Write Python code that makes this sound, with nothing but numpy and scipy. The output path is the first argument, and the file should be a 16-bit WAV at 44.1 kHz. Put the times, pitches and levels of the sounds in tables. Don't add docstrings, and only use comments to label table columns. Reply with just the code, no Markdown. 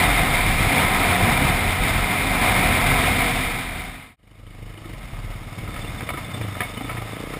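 import sys
import numpy as np
from scipy import signal
from scipy.fft import rfft, irfft, next_fast_len
from scipy.io import wavfile
from scipy.ndimage import uniform_filter1d

SR = 44100
rng = np.random.default_rng(int(sys.argv[2]) if len(sys.argv) > 2 else 0)


def nominal_scale(level):
    x = np.asarray(level, float) / 20
    return 10 ** x


def inscribe(sig):
    pcm = np.round(np.clip(np.atleast_2d(sig).T, -1, 1) * 32767)
    wavfile.write(sys.argv[1], SR, pcm.astype(np.int16))


N = 325898
T = np.arange(N) / SR
CUT = 4.162
PLANKS_S = (5.54, 5.8)


def evened(x):
    return x / np.sqrt(np.mean(x ** 2) + 1e-20)


def curves(rows):
    s, *columns = np.transpose(rows)
    return [np.interp(T, s, c) for c in columns]


def held(rows, settle_s=0.028):
    s, *columns = np.transpose(rows)
    row = np.maximum(np.searchsorted(s, T) - 1, 0)
    return [uniform_filter1d(c[row], round(settle_s * SR)) for c in columns]


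def spell(start, length, rise, fall):
    opening = (T - start) / rise + 0.5
    closing = (start + length - T) / fall + 0.5
    return np.clip(np.minimum(opening, closing), 0, 1)


def dying(x, decay_s):
    return signal.lfilter([1], [1, -np.exp(-1 / (decay_s * SR))], x)


def ring(x, hz, width):
    radius = np.exp(-np.pi * width / SR)
    angle = 2 * np.pi * hz / SR
    return signal.lfilter([0.5, 0, -0.5], [1, -2 * radius * np.cos(angle), radius ** 2], x)


def drift(per_s, count=64):
    coarse = rng.standard_normal(N // count + 2)
    coarse = uniform_filter1d(coarse, max(int(SR / count / per_s / 4), 1))
    coarse = evened(signal.lfilter([1], [1, -np.exp(-2 * np.pi * per_s * count / SR)], coarse))
    return np.interp(np.arange(N) / count, np.arange(len(coarse)), coarse)


def coloured(x, points, peaks=()):
    size = next_fast_len(N)
    hz = np.fft.rfftfreq(size, 1 / SR)
    f, db = np.transpose(points)
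    gain = nominal_scale(np.interp(np.log(hz + 1), np.log(f), db)) * (hz > f[0]) * (hz < f[-1])
    for centre, width, over_db in peaks:
        gain = gain * nominal_scale(over_db / (1 + (2 * (hz - centre) / width) ** 2))
    droop = np.sinc(np.minimum(hz, 6000) / 12000)
    return evened(irfft(rfft(x, size) * gain / droop, size)[:N])


# time in seconds, firings per second.
FAST_FIRINGS = [(0.0, 47.8), (0.6, 47.5), (0.9, 45.9), (1.5, 45.8), (1.8, 44.9), (2.4, 45.7), (2.7, 45.4),
                (3.0, 43.6), (4.16, 42.9)]
# multiple of the firing rate, level in dB against the low wind.
DRONE_ORDERS = [(2, -8), (3, -14), (4, -10.5), (5, -13.5), (6, -13), (7, -25.5), (9, -22), (11, -17)]


def drone():
    turns = np.cumsum(curves(FAST_FIRINGS)[0]) / SR + 0.014 * drift(5.1)
    out = np.zeros(N)
    for order, db in DRONE_ORDERS:
        tone = np.cos(2 * np.pi * (order * turns + rng.random()))
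        out += nominal_scale(db + 3.5 * drift(3.1)) * np.sqrt(2) * tone
    return out


# frequency in Hz, level in dB per Hz.
WIND_COLOUR = [(32, -52), (55, -3), (65, -0.5), (91, -2), (118, 0), (276, -9), (376, -15), (480, -16.5),
               (620, -26), (1060, -120)]


def wind(db, gust_db):
    return nominal_scale(db) * coloured(rng.standard_normal(N) * nominal_scale(gust_db * drift(19.0)), WIND_COLOUR)


# frequency in Hz, width in Hz, height in dB over the hiss
# on the fast ride, the same on the slow ride, level in dB when knocked.
HOUSING_MODES = [(740, 110, 5, 2.1, 7), (1007, 23, 2.5, 1.4, -2.5), (1280, 83, 5.5, 4.1, 7.5),
                 (1830, 320, 0, 1.7, 15.5), (2196, 39, -2.5, 2, 3.5), (2126, 200, 6, 4.5, -53),
                 (2382, 158, 6.5, 2.5, -38), (2910, 150, 1.5, 3.4, -3), (3640, 110, 3.5, 5.1, -46)]


def housing_hiss(db, colour, column, throb, gust_db, patch_db, grit):
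    stones = (rng.random(N) < 40 / SR) * nominal_scale(5.2 * np.minimum(rng.exponential(1, N), 3))
    shakes = grit * dying(stones, 0.002)
    drive = rng.standard_normal(N) * nominal_scale(gust_db * (drift(6.8) + drift(60))) * (1 + throb + shakes)
    z = signal.stft(drive, nperseg=256)[2]
    patches = uniform_filter1d(rng.standard_normal(z.shape), 3, 0)
    patches = evened(uniform_filter1d(patches, 8, 1))
    drive = signal.istft(z * nominal_scale(patch_db * patches), nperseg=256)[1][:N]
    return nominal_scale(db) * coloured(drive, colour, [(row[0], row[1], row[column]) for row in HOUSING_MODES])


# frequency in Hz, level in dB per Hz.
FAST_HISS_COLOUR = [(240, -5.5), (400, -10.5), (581, -8.5), (713, -1.5), (845, -6.5), (1000, -3.5),
                    (1130, -6.5), (1290, -7), (1670, -7), (2140, -3), (2810, -12.5), (3690, -11),
                    (4220, -19), (5240, -21), (6000, -26), (7800, -72), (13200, -120)]
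# time in seconds, hiss level in dB, turn of the head in dB under 1.4 kHz.
HEAD_AIRFLOW = [(0.0, -16, .5), (0.3, -22.5, .5), (0.6, -20, -2), (0.8, -19.5, 2.5), (1.4, -22.5, 2),
                (1.7, -22.5, -0.9), (2.2, -22.5, -0.5), (2.55, -20, 1), (2.95, -22.5, 0.6),
                (3.25, -22.5, -2.2), (4.1, -24, -1.5)]
# start in seconds, length in seconds, low wind up in dB, hiss up in dB.
FAST_GUSTS = [(0.0, 0.11, 3, -2.5), (0.17, 0.19, 4, -0.7), (0.333, .07, -2, 3), (0.46, 0.054, 7, 1.3),
              (0.586, 0.044, 2, .6), (0.717, 0.084, 6, 1), (0.88, 0.055, 4.5, .6), (1.0, 0.29, 2, 0.65),
              (1.209, 0.064, 8, 0), (1.295, 0.036, 7, 5), (1.413, .12, 6.5, 3), (1.623, 0.034, 3, 1),
              (1.818, 0.16, 3, 1.5), (2.236, 0.056, 3.5, 0.2), (2.416, 0.031, 10, 4.5),
              (2.568, 0.24, 3.5, 1.1), (2.862, 0.2, 4, 3.5), (3.034, 0.28, 2.5, 2.5), (3.354, 0.13, 2, 2.5)]


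def fast_ride():
    air_db, dark_db = curves(HEAD_AIRFLOW)
    low_up_db, hiss_up_db = sum(np.outer(up_db, spell(s, length, rise=0.016, fall=0.15))
                                for s, length, *up_db in FAST_GUSTS)
    usual_db = air_db.mean()
    wind_db = usual_db + 0.42 * (air_db - usual_db) - 6.5 + low_up_db
    low = nominal_scale(uniform_filter1d(wind_db, 12000)) * drone() + wind(wind_db - 0.5, gust_db=-1.5)
    hiss = housing_hiss(air_db + hiss_up_db, FAST_HISS_COLOUR, column=2, throb=0,
                        gust_db=0.66, patch_db=0.5, grit=0.052)
    dark = signal.sosfiltfilt(signal.butter(2, 1400, fs=SR, output="sos"), hiss)
    return low + hiss + (nominal_scale(dark_db) - 1) * dark


# start in seconds, length in seconds, level in dB,
# pitch in Hz.
HELMET_SHAKES = [(0.05, 0.18, -21.5, 40.77), (0.275, 0.11, -22.5, 35), (0.4, 0.3, -23, 33.4),
                 (0.847, 0.25, -28, 35.5), (1.19, 0.065, -24, 36.1), (1.298, 0.3, -27, 36.86),
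                 (1.665, 0.04, -20, 36.75), (1.796, 0.053, -19, 37.45), (1.904, 0.16, -23, 38.5),
                 (2.203, 0.26, -28, 40.76), (2.496, 0.25, -26.5, 44), (2.82, 0.18, -22.5, 39.6),
                 (3.03, 0.24, -28, 40.57), (3.278, 0.32, -26.5, 36.66), (3.64, 0.33, -25.5, 38.05),
                 (4.0, 0.46, -34.5, 42.1), (4.42, 0.32, -33, 38.6), (4.81, 0.15, -38, 40.3),
                 (4.96, 0.12, -32.5, 40.8), (5.13, 0.22, -29.5, 36.6), (5.34, .18, -38, 37.6),
                 (5.61, 0.135, -35, 37.4), (5.764, 0.25, -34, 40.6), (6.1, .18, -42, 39.9),
                 (6.393, .2, -46, 36), (6.65, 0.126, -39, 46.5), (6.807, 0.28, -40, 40.2),
                 (7.198, 0.24, -40, 40)]


def buffet(wobble=0.12, lumps_db=1.8):
    size = nominal_scale(np.where(T < CUT, -46, -56))
    for s, length, db, _ in HELMET_SHAKES:
        size = size + nominal_scale(db) * spell(s, length, rise=0.019, fall=0.044)
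    hz = curves([(s + length / 2, f) for s, length, _, f in HELMET_SHAKES])[0]
    turns = np.cumsum(hz * (1 + wobble * drift(12.8))) / SR
    return np.sqrt(2) * size * nominal_scale(lumps_db * drift(20) - 3.3) * np.sin(2 * np.pi * turns)


# time in seconds, firings per second.
SLOW_FIRINGS = [(4.162, 24.71), (4.5, 25.86), (4.9, 26.02), (5.0, 19.64), (5.3, 17.24), (5.7, 19.15),
                (5.87, 18.85), (6.1, 28.32), (6.22, 27.5), (6.32, 32.91), (6.5, 24.47), (6.66, 22.32),
                (6.76, 26.73), (6.88, 29.81), (7.1, 26.67), (7.39, 32.35)]


def firings(start, uneven_db):
    per_s = curves(SLOW_FIRINGS)[0]
    turns = start + np.cumsum(per_s * (T > CUT)) / SR + 0.008 * drift(20)
    clicks = np.diff(np.maximum.accumulate(np.floor(turns)), prepend=0)
    return clicks * nominal_scale(uneven_db * rng.standard_normal(N)) / np.sqrt(per_s), turns


# frequency in Hz, width in Hz, level in dB.
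SILENCER_MODES = [
    (101.7, 54, 17),
    (144, 48, -5),
]
# frequency in Hz, width in Hz, level in dB.
PIPE_END_MODES = [
    (260, 170, 0),
    (480, 150, -5),
]


def exhaust(clicks, thump_db, bark_db, throttle, lag_s=0.0066, first=0.3):
    lower, upper = [nominal_scale(db) * ring(ring(clicks, hz, width), hz, width) for hz, width, db in SILENCER_MODES]
    thump = lower + upper * nominal_scale(np.interp(throttle, [0, 1], (-16, 12)))
    snap = signal.oaconvolve(clicks, signal.windows.hann(91))[:N]
    snap = first * snap + np.roll(snap, round(lag_s * SR))
    bark = sum(nominal_scale(db + 1.1 * drift(11)) * evened(ring(snap, hz, width)) for hz, width, db in PIPE_END_MODES)
    later = T > CUT
    return -nominal_scale(thump_db) * thump / np.std(thump[later]) - nominal_scale(bark_db) * bark / np.std(bark[later])


def pipe_hum(turns, load_db, throttle):
    pipe_hz, width_hz = 110, 69
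    off_pipe = np.minimum(((4 * curves(SLOW_FIRINGS)[0] - pipe_hz) / width_hz) ** 2, 1)
    db = load_db - 9.5 - 3.5 * throttle - 24 * off_pipe + np.interp(T, PLANKS_S, [-6, 0])
    return nominal_scale(db + 0.5) * np.sqrt(2) * np.cos(2 * np.pi * (4 * turns - 0.52))


# frequency in Hz, width in Hz, level in dB.
VALVE_MODES = [
    (2940, 150, 1.5),
    (2200, 246, 4),
    (3460, 300, -12),
]


def valve_ticks(clicks):
    burst = dying(clicks * nominal_scale(2.5 * drift(20)), 0.01) * rng.standard_normal(N)
    sound = sum(nominal_scale(db) * ring(burst, hz, width) for hz, width, db in VALVE_MODES)
    return nominal_scale(-53.5) * evened(sound) * spell(CUT, 4.95 - CUT, rise=0.01, fall=0.17)


# time in seconds, peak in dB, loudest ring in Hz, shake in seconds.
WHEEL_KNOCKS = [(4.7411, -29, 2290, 0.009), (4.7785, -31, 764, 0.009), (4.8429, -27, 1240, 0.0072),
                (4.9344, -30, 996, 0.02), (5.5832, -27, 2050, 0.014), (5.6765, -24, 1270, 0.0067),
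                (5.7618, -20, 1280, 0.0067), (5.8456, -29, 2770, 0.009), (6.0072, -16, 1920, 0.0067),
                (6.0901, -11, 2280, 0.0064), (6.1034, -15, 1290, 0.0049), (6.1355, -19, 1270, 0.017),
                (6.1729, -19, 1280, 0.02), (6.4123, -20, 2040, 0.015), (6.552, -19.5, 1260, 0.0068),
                (6.6049, -7, 1830, 0.0085), (6.6164, -16, 2180, 0.0079), (6.628, -20, 2210, 0.013),
                (6.6494, -28, 2240, 0.0074), (6.771, -26, 2970, 0.0058), (6.8084, -22, 740, 0.013),
                (6.8444, -27, 600, 0.0083), (6.8942, -17, 1130, 0.025), (6.9686, -19, 2100, 0.021),
                (7.0174, -26, 1310, 0.009), (7.1272, -40, 1300, 0.009), (7.3372, -18.5, 1220, 0.0082)]


def knocks(favour_db=9, trim_db=-3, dull_hz=2700):
    out, t = np.zeros(N + 5000), np.arange(5000) / SR
    padding = signal.butter(2, dull_hz, fs=SR)
    for s, db, loudest_hz, shake in WHEEL_KNOCKS:
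        noise = np.where(t < 0.0003, 2.5, rng.standard_normal(5000))
        envelope = np.exp(-t / max(shake, 0.001)) * np.minimum(t / 0.00047, 1)
        jolt = signal.lfilter(*padding, noise * envelope)
        sound = np.zeros(5000)
        for hz, width, _, _, knock_db in HOUSING_MODES:
            nearness_db = favour_db / (1 + ((hz - loudest_hz) / 120) ** 2)
            sound += nominal_scale(knock_db + nearness_db) * ring(jolt, hz, width)
        out[round(s * SR):][:5000] += nominal_scale(db + trim_db) * sound / abs(sound).max()
    return out[:N]


# time in seconds, peak in dB, pitch in Hz.
FRAME_BOOMS = [(4.774, -27, 320), (4.855, -26, 330), (4.895, -31, 326), (5.581, -30, 175), (5.68, -34, 175),
               (5.684, -35, 330), (6.14, -28, 327), (6.172, -37, 300), (6.605, -29, 397), (6.61, -27, 200),
               (6.772, -25, 246), (6.809, -24, 270), (6.843, -24.5, 280), (6.773, -28.5, 2970),
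               (5.846, -34, 2770), (6.615, -26, 725), (6.092, -33, 563), (6.975, -33, 340)]


def booms(rise_s=0.002, ring_s=0.011):
    out, t = np.zeros(N + 4000), np.arange(4000) / SR
    envelope = np.minimum(t / rise_s, 1) * np.exp(-t / ring_s)
    for s, db, hz in FRAME_BOOMS:
        out[round(s * SR):][:4000] -= nominal_scale(db) * envelope * np.sin(2 * np.pi * hz * t)
    return out[:N]


def buckle_rattle():
    hz, width, scrapes_per_s, db = 3556.5, 119, 142, -48.5
    touches = (rng.random(N) < scrapes_per_s / SR) * nominal_scale(1.8 * rng.standard_normal(N))
    scrapes = dying(touches, 0.0032) * rng.standard_normal(N)
    return nominal_scale(db) * evened(ring(ring(scrapes, hz, width), hz, width)) * np.clip((T - 5.4) / 0.53, 0, 1)


# frequency in Hz, level in dB per Hz.
SLOW_HISS_COLOUR = [(360, -18), (620, -1), (898, -6), (1250, -3), (1430, -9), (1920, -8), (2130, -4.5),
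                    (2500, -9.5), (3270, -13), (3630, -12), (4180, -19.5), (5350, -17), (6000, -23.5),
                    (7800, -65), (13200, -120)]
# time in seconds, load in dB, throttle from 0 to 1.
RIDER_HAND = [(4.162, -31, 0.42), (4.45, -31.5, 0.4), (4.72, -34, 0.48), (4.97, -50, 0.4), (5.12, -30.5, 0),
              (5.3, -32.5, .02), (5.53, -29.5, 0.17), (5.74, -34, 0.34), (5.87, -32.5, 0.1),
              (6.0, -40, 0.78), (6.2, -36.5, 0.47), (6.33, -26.5, 0.4), (6.47, -29, 0.39),
              (6.65, -37, 0.65), (6.76, -33.5, 0.74), (6.88, -30.5, 0.53), (7.06, -34, 0.67),
              (7.14, -37.5, 0.97)]


def slow_ride():
    load_db, throttle = held(RIDER_HAND)
    clicks, turns = firings(start=0.32, uneven_db=1.2)
    bark_db = load_db - 23 + 24.5 * throttle
    engine = exhaust(clicks, load_db - 5.5, bark_db + 0.32, throttle) + pipe_hum(turns, load_db, throttle)
    puffs = spell(5.6, 0.72, rise=0.09, fall=0.27) + spell(6.35, 0.15, rise=0.09, fall=0.27)
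    breeze = wind(-41.5 + 5.5 * puffs + 0.5, gust_db=0.0)
    throb = np.interp(T, [4.9, 5.3], [0.7, 0.5]) * nominal_scale(3 * drift(12)) * np.exp(-((turns - 0.1) % 1) / 0.15)
    tyre_db = np.interp(T, PLANKS_S, [-42.5, -37.5]) + 0.76
    hiss = housing_hiss(tyre_db, SLOW_HISS_COLOUR, column=3, throb=throb,
                        gust_db=0.77, patch_db=1.0, grit=0.04)
    return engine + breeze + hiss + valve_ticks(clicks) + knocks() + booms() + buckle_rattle()


def scene():
    away_s = abs(T - CUT)
    fade = np.minimum(away_s / 1.0, 1) * np.minimum(away_s / 0.024, 1) ** 0.3
    ride = np.where(T < CUT, fast_ride(), slow_ride())
    return (fade * (ride + buffet()))[None]


def band_limit(x):
    return signal.sosfilt(signal.butter(12, 15630, fs=SR, output="sos"), x)


# lower edge in Hz, loudness needed in dB.
LOUD_ONLY_TREBLE = [
    (14420, -38),
    (15130, -14.8),
]


def record(dry):
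    guarded = signal.sosfilt(signal.butter(12, 5650, fs=SR, output="sos"), dry)
    sampled = signal.resample_poly(guarded, 40, 147, axis=1)
    steps = np.repeat(sampled, 4, axis=1)
    mirrored = signal.resample_poly(steps, 147, 160, axis=1)
    hz, t, z = signal.stft(mirrored, SR, nperseg=2048)
    moment_db = 10 * np.log10((abs(z[0]) ** 2).sum(0) + 1e-12) + 1.5 * rng.standard_normal(len(t))
    for edge_hz, needed_db in LOUD_ONLY_TREBLE:
        z = z * ~((hz[:, None] > edge_hz) & (moment_db < needed_db))
    mix = signal.istft(z, SR, nperseg=2048)[1][:, :N]
    return band_limit(mix)


dry = scene()
out = record(dry)
inscribe(out)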